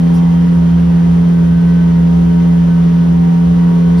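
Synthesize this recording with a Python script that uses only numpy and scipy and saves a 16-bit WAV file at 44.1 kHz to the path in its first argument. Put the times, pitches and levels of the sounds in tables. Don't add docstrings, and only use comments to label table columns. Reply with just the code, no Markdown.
import sys
import numpy as np
from scipy import signal
from scipy.fft import rfft, irfft
from scipy.io import wavfile

SR = 44100
rng = np.random.default_rng(int(sys.argv[2]) if len(sys.argv) > 2 else 0)


def inscribe(sig):
    pcm = np.round(np.clip(np.atleast_2d(sig).T, -1, 1) * 32767)
    wavfile.write(sys.argv[1], SR, pcm.astype(np.int16))


N = 176400
TIME = np.arange(N) / SR

# time_s, firing_hz
FIRING_RATE = [(0, 84.7), (.22, 85.4), (.34, 84.9), (.47, 86.3), (.62, 84.8), (.87, 85.6), (1.0, 85),
               (1.3, 85.7), (1.44, 84.5), (1.75, 85.8), (1.95, 84.5), (2.2, 85.5), (2.36, 85.55),
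               (2.5, 85.5), (2.75, 85), (3.38, 85.3), (3.55, 86.2), (3.88, 85.3), (4, 87)]
# time_s, load_db
ENGINE_LOAD = [(0, 0.5), (.3, 0.15), (.8, 0), (1.25, 0), (1.5, -0.7), (2.1, -0.3), (2.35, -0.2), (2.6, 0),
               (3.0, -0.5), (3.2, -1.5), (3.45, -.5), (3.7, 0), (4, 0)]
# firing_multiple, left_db, right_db, left_lead_rad
ENGINE_ORDERS = [(2, -9, -8, 0.13), (2.5, -46, -43.5, -2), (3, -22, -24.5, -2), (4, -33, -44.5, 1.8),
                 (4.5, -50, -45.5, 4), (5, -30, -40.5, -2), (6, -48, -39.5, 1.34), (7, -45.5, -48.5, -0.0),
                 (8, -46.5, -41, -2.7), (9, -39, -39, -2.6), (10, -50.5, -41, -2.5),
                 (11, -43.5, -39, -0.55), (12, -45.5, -51.5, 1.5), (12.5, -56.5, -55, 1.2),
                 (13, -52, -52, 0.7), (14, -54, -56, 4.5), (14.5, -57.5, -57.5, 3.9),
                 (15, -55.5, -56, -0.5), (20.5, -55.5, -54.5, -2), (22.5, -56, -52, 1), (24, -60, -60, 0),
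                 (34, -56, -59, 0.7), (35.5, -60, -62, 0), (36.5, -60, -62, 0)]
# time_s, left_gain_db, right_gain_db
SWELL_3 = [(0, 4, -9), (.3, 1.2, -6), (.45, 2.2, -2), (.65, -4, 1.8), (1.75, -2, 0), (2.1, -0.5, -1.5),
           (2.4, 2, -4), (2.85, -2.5, 0), (3.2, 1.5, -1.5), (4, 0, -10)]
SWELL_9 = [(0, -1, 5.5), (.37, 2.5, 6.5), (.48, -10.5, -7.5), (1.05, -17.5, 2), (1.78, -12, -9),
           (2.17, 2.5, 5.5), (2.35, 1.5, 1), (2.5, 1, 0), (3.05, -2, 0), (3.3, 4.5, 8), (3.75, 0, -0.5),
           (4, 2.5, -2)]
# time_s, gain_db
SWELL_5 = [(0, 0.5), (.17, -.5), (.32, -6.5), (.8, -3.5), (1.28, 1.5), (1.45, -1.5), (2.1, 0.5), (2.33, 4),
           (2.6, -1.5), (2.8, 1), (3.35, -1), (3.92, 5.5)]
SWELL_11 = [(0, -4.5), (.3, 2), (.48, -1.5), (1.05, -2.5), (1.45, -5), (1.75, -2), (1.98, 1), (2.22, -3),
            (2.39, 2), (2.5, -1), (2.75, 0), (3.15, -2), (3.33, 2.5), (3.48, -2), (3.72, 4), (3.9, 2),
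            (4, -1)]
SWELL_13 = [(0, 0), (.1, 0), (.19, 10.5), (.42, -0.5), (.98, -4.5), (1.15, 0), (2.33, -6.5), (2.45, 3),
            (2.6, -4), (2.8, 3), (3.15, -7.5), (3.42, -4), (3.54, 4), (3.74, 8), (4, 1.5)]
SWELL_34 = [(0, -4), (.33, -4), (.43, 4), (.68, -6), (.81, 5), (1.4, -8), (2.4, -5.5), (2.88, 5),
            (3.15, -4), (3.32, 0.5), (4, -4)]
# pitch_hz, typical_level_db
WHIRR_CONTOUR = [(1150, -59), (1600, -65), (2200, -69), (3100, -68), (3700, -68.5), (4600, -76.5),
                 (6000, -73.5)]
# time_s, cleat_rate_hz
CLEAT_RATE = [(0, 70.5), (1.3, 70), (1.7, 67.8), (2.1, 66), (3.1, 67.1), (4, 66.6)]
# time_s, level_db
CLEAT_THRUM = [(0, -28), (.15, -23.5), (.24, -28), (.31, -23.5), (.55, -26.5), (.63, -21.5), (.87, -21.5),
               (.98, -28.5), (1.09, -23), (1.38, -26.5), (1.47, -21), (1.6, -26), (1.85, -22.5),
               (2.1, -23.5), (2.24, -20), (2.4, -24), (2.7, -24), (2.85, -27), (2.95, -24), (3.17, -25),
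               (3.28, -28), (3.33, -34), (3.4, -24.5), (3.52, -21), (3.6, -28.5), (3.8, -27.5),
               (3.95, -22.5)]
# time_s, pitch_hz, level_db
LOW_WHINE = [(0, 1545, -66), (.35, 1530, -55), (1.27, 1533, -55), (1.35, 1530, -46), (1.82, 1522, -42),
             (1.95, 1512, -53), (2.22, 1524, -57), (2.3, 1516, -44.5), (2.4, 1515, -50), (2.66, 1515, -55),
             (2.73, 1514, -40.5), (2.82, 1512, -51), (2.93, 1500, -53), (3.02, 1490, -46),
             (3.12, 1504, -59), (3.55, 1510, -57), (3.66, 1512, -47), (3.78, 1508, -53),
             (3.88, 1502, -45.5), (4, 1497, -49)]
# time_s, level_db
HIGH_WHINE = [(0, -53), (.45, -52.5), (.56, -60), (.65, -54), (.8, -64), (1.4, -61), (1.75, -56),
              (1.9, -60), (2.3, -57.5), (2.8, -63), (4, -61)]
# pitch_hz, width_hz, level_db
PANEL_MODES = [(36.4, 3.7, -45.5), (52.8, 5.1, -42), (105.8, 14, -38), (155.6, 16, -33.5),
               (209.4, 9.1, -44), (958, 55, -46.5)]
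# frequency_hz, gain_db
RUSH_CENTRE = [(15, -77), (24, -66), (32, -57), (52, -46), (85, -48.5), (130, -53.5), (200, -53),
               (290, -61), (400, -56), (520, -60), (700, -66), (1000, -70.5), (1500, -70), (2200, -76.5),
               (3100, -78.5), (3600, -81.5), (4300, -83), (5400, -86), (6450, -86.5), (7300, -105),
               (8600, -95), (10000, -90), (12000, -95.5), (14500, -112)]
RUSH_WIDTH = [(15, -86.5), (35, -76), (75, -64), (200, -67), (300, -62), (480, -63), (800, -70),
              (1600, -73), (2200, -86), (3100, -81.5), (4700, -95), (6500, -87.5), (9500, -94.5),
              (11000, -110), (13000, -101), (15500, -99.5)]
# frequency_hz, lean_db
RUSH_LEAN = [(50, -2), (120, -4), (210, -3), (320, 2), (800, 1.5), (1600, -4), (2300, 3), (3200, 5),
             (5000, 3), (10000, 0)]
# peak_s, level_db, attack_s, release_s, lower_hz, upper_hz, upper_gain_db
BRUSHES = [(.148, -45, .012, .02, 5000, 9900, 0), (.168, -45.5, .012, .024, 5400, 10200, -6),
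           (3.994, -42.5, .02, .026, 4500, 8600, -7)]


def from_db(db):
    return 10 ** (np.asarray(db) / 20)


def rms_one(x):
    return x / np.sqrt(np.mean(np.abs(x) ** 2) + 1e-20)


def automation(rows):
    times, *columns = np.transpose(rows)
    return [np.interp(TIME, times, column) for column in columns]


def colour(x, points, share=1):
    hz, db = np.transpose(points)
    bins_hz = np.maximum(np.arange(N // 2 + 1) * SR / N, 1)
    return irfft(rfft(x) * from_db(share * np.interp(np.log(bins_hz), np.log(hz), db)), N)


def split(x, hz):
    low = signal.sosfiltfilt(signal.butter(2, hz, fs=SR, output="sos"), x)
    return low, x - low


def resonate(x, hz, q):
    b, a = signal.iirpeak(hz, q, fs=SR)
    return signal.lfilter(b, a, signal.lfilter(b, a, x))


def drift(rate_hz):
    hop, settle = 40, 2000
    pole = np.exp(-2 * np.pi * hop * rate_hz / SR)
    noise = rng.standard_normal(N // hop + settle + 2)
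    slow = signal.lfilter([1], [1, -2 * pole, pole * pole], noise)[settle:]
    return np.interp(np.arange(N) / hop, np.arange(len(slow)), rms_one(slow))


def phase_of(hz):
    return 2 * np.pi * np.cumsum(hz) / SR


def tone(phase, wobble, wobble_hz):
    wander = rms_one(1 + wobble * (drift(wobble_hz) + 1j * drift(wobble_hz)))
    return np.sqrt(2) * wander * np.exp(1j * (phase + rng.uniform(0, 2 * np.pi)))


def engine(firing_hz, load_db):
    out, phase = np.zeros((2, N)), phase_of(firing_hz)
    swells = {3: SWELL_3, 5: SWELL_5, 9: SWELL_9, 11: SWELL_11, 13: SWELL_13, 34: SWELL_34}
    for multiple, left_db, right_db, lead_rad in ENGINE_ORDERS:
        roughness = np.interp(multiple * firing_hz.mean(), [160, 517], [0, 1])
        if multiple in swells:
            swell_db, wobble = automation(swells[multiple]), 0.12
        else:
            swell_db, wobble = 1.5 * roughness * load_db, 0.49
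        partial = tone(multiple * phase, 0.007 + wobble * roughness, wobble_hz=5)
        left = from_db(left_db) * (partial * np.exp(1j * lead_rad)).real
        right = from_db(right_db) * partial.real
        out += from_db(swell_db) * np.array([left, right])
    return out


def whirr(firing_hz, count=116, size=4096, width=0.48):
    half_orders = 27 + np.arange(count)
    hz, db = np.transpose(WHIRR_CONTOUR)
    gains = from_db(np.interp(half_orders / 2 * firing_hz.mean(), hz, db))
    loop_position = phase_of(firing_hz) / (4 * np.pi) % 1 * size
    out = np.zeros((2, N))
    for fade in (1, 0.49 * drift(1.3), 0.49 * drift(1.7)):
        *side_phasors, shared_phasors = np.exp(2j * np.pi * rng.random((3, count)))
        for side in range(2):
            spectrum = np.zeros(size // 2 + 1, complex)
            spectrum[half_orders] = gains * (shared_phasors + width * side_phasors[side])
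            loop = irfft(spectrum) * size / 2
            out[side] += fade * np.interp(loop_position, np.arange(size + 1), np.append(loop, loop[0]))
    return out


def tracks(cleat_hz):
    (level_db,) = automation(CLEAT_THRUM)
    return from_db(level_db) * tone(phase_of(cleat_hz), wobble=0.1, wobble_hz=3.3).real


def drive_whine(cleat_hz, high_start_hz=3143):
    low_hz, low_db = automation(LOW_WHINE)
    (high_db,) = automation(HIGH_WHINE)
    high_hz = high_start_hz * cleat_hz / cleat_hz[0]
    high = tone(phase_of(high_hz), wobble=0.45, wobble_hz=25).real
    low = tone(phase_of(low_hz), wobble=0.15, wobble_hz=12).real
    return from_db(low_db) * low + from_db(high_db) * high


def panels():
    out = np.zeros(N)
    for hz, width_hz, level_db in PANEL_MODES:
        ringing = resonate(rng.standard_normal(N + SR), hz, q=hz / width_hz)
        out += from_db(level_db) * rms_one(ringing[SR:])
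    return out


def standing_waves(x, depth_db=2.0, spacing_hz=22):
    hz = np.arange(600, SR / 2, spacing_hz)
    ripple_db = depth_db * np.clip(rng.standard_normal(len(hz)), -2, 2)
    ripple_db[0] = 0
    return colour(x, np.transpose([hz, ripple_db]))


def rush(firing_hz, load_db):
    centre, width = rng.standard_normal((2, N)) * np.sqrt(SR / 2)
    centre = from_db(-1.59) * colour(standing_waves(centre), RUSH_CENTRE)
    width = from_db(1) * colour(standing_waves(width), RUSH_WIDTH)
    left = colour(centre + width, RUSH_LEAN, share=0.37)
    right = colour(centre - width, RUSH_LEAN, share=-0.34)
    rumble, upper = split(np.array([left, right]), hz=280)
    mids, hiss = split(upper, hz=12000)
    phase = phase_of(firing_hz)
    pulse = 0.069 * np.cos(phase) + 0.11 * np.cos(2 * phase)
    mids_db = 0.95 * load_db + 0.5 * drift(rate_hz=16)
    hiss_db = 0.54 * load_db + 0.25 * drift(rate_hz=16)
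    return rumble + mids * (1 + pulse) * from_db(mids_db) + hiss * (1 + 0.5 * pulse) * from_db(hiss_db)


def brushes(width=0.32):
    out = np.zeros((2, N))
    for peak_s, level_db, attack_s, release_s, lower_hz, upper_hz, upper_gain_db in BRUSHES:
        friction = rng.standard_normal(N) + width * rng.standard_normal((2, N))
        lower, upper = [rms_one(resonate(friction, hz, q=2.8)) for hz in (lower_hz, upper_hz)]
        slope_s = np.where(TIME < peak_s, attack_s, release_s)
        swell = np.exp(-((TIME - peak_s) / slope_s) ** 2)
        out += from_db(level_db) * rms_one(lower + from_db(upper_gain_db) * upper) * swell
    return out


def scene():
    (firing_hz,) = automation(FIRING_RATE)
    (load_db,) = automation(ENGINE_LOAD)
    (cleat_hz,) = automation(CLEAT_RATE)
    motor = engine(firing_hz, load_db) + whirr(firing_hz)
    ride = tracks(cleat_hz) + drive_whine(cleat_hz) + panels() + rush(firing_hz, load_db)
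    return motor + ride + brushes()


def record(dry, cutoff_hz=15700):
    return signal.sosfilt(signal.ellip(10, 0.1, 80, cutoff_hz, fs=SR, output="sos"), dry)


dry = scene()
out = record(dry)
inscribe(out)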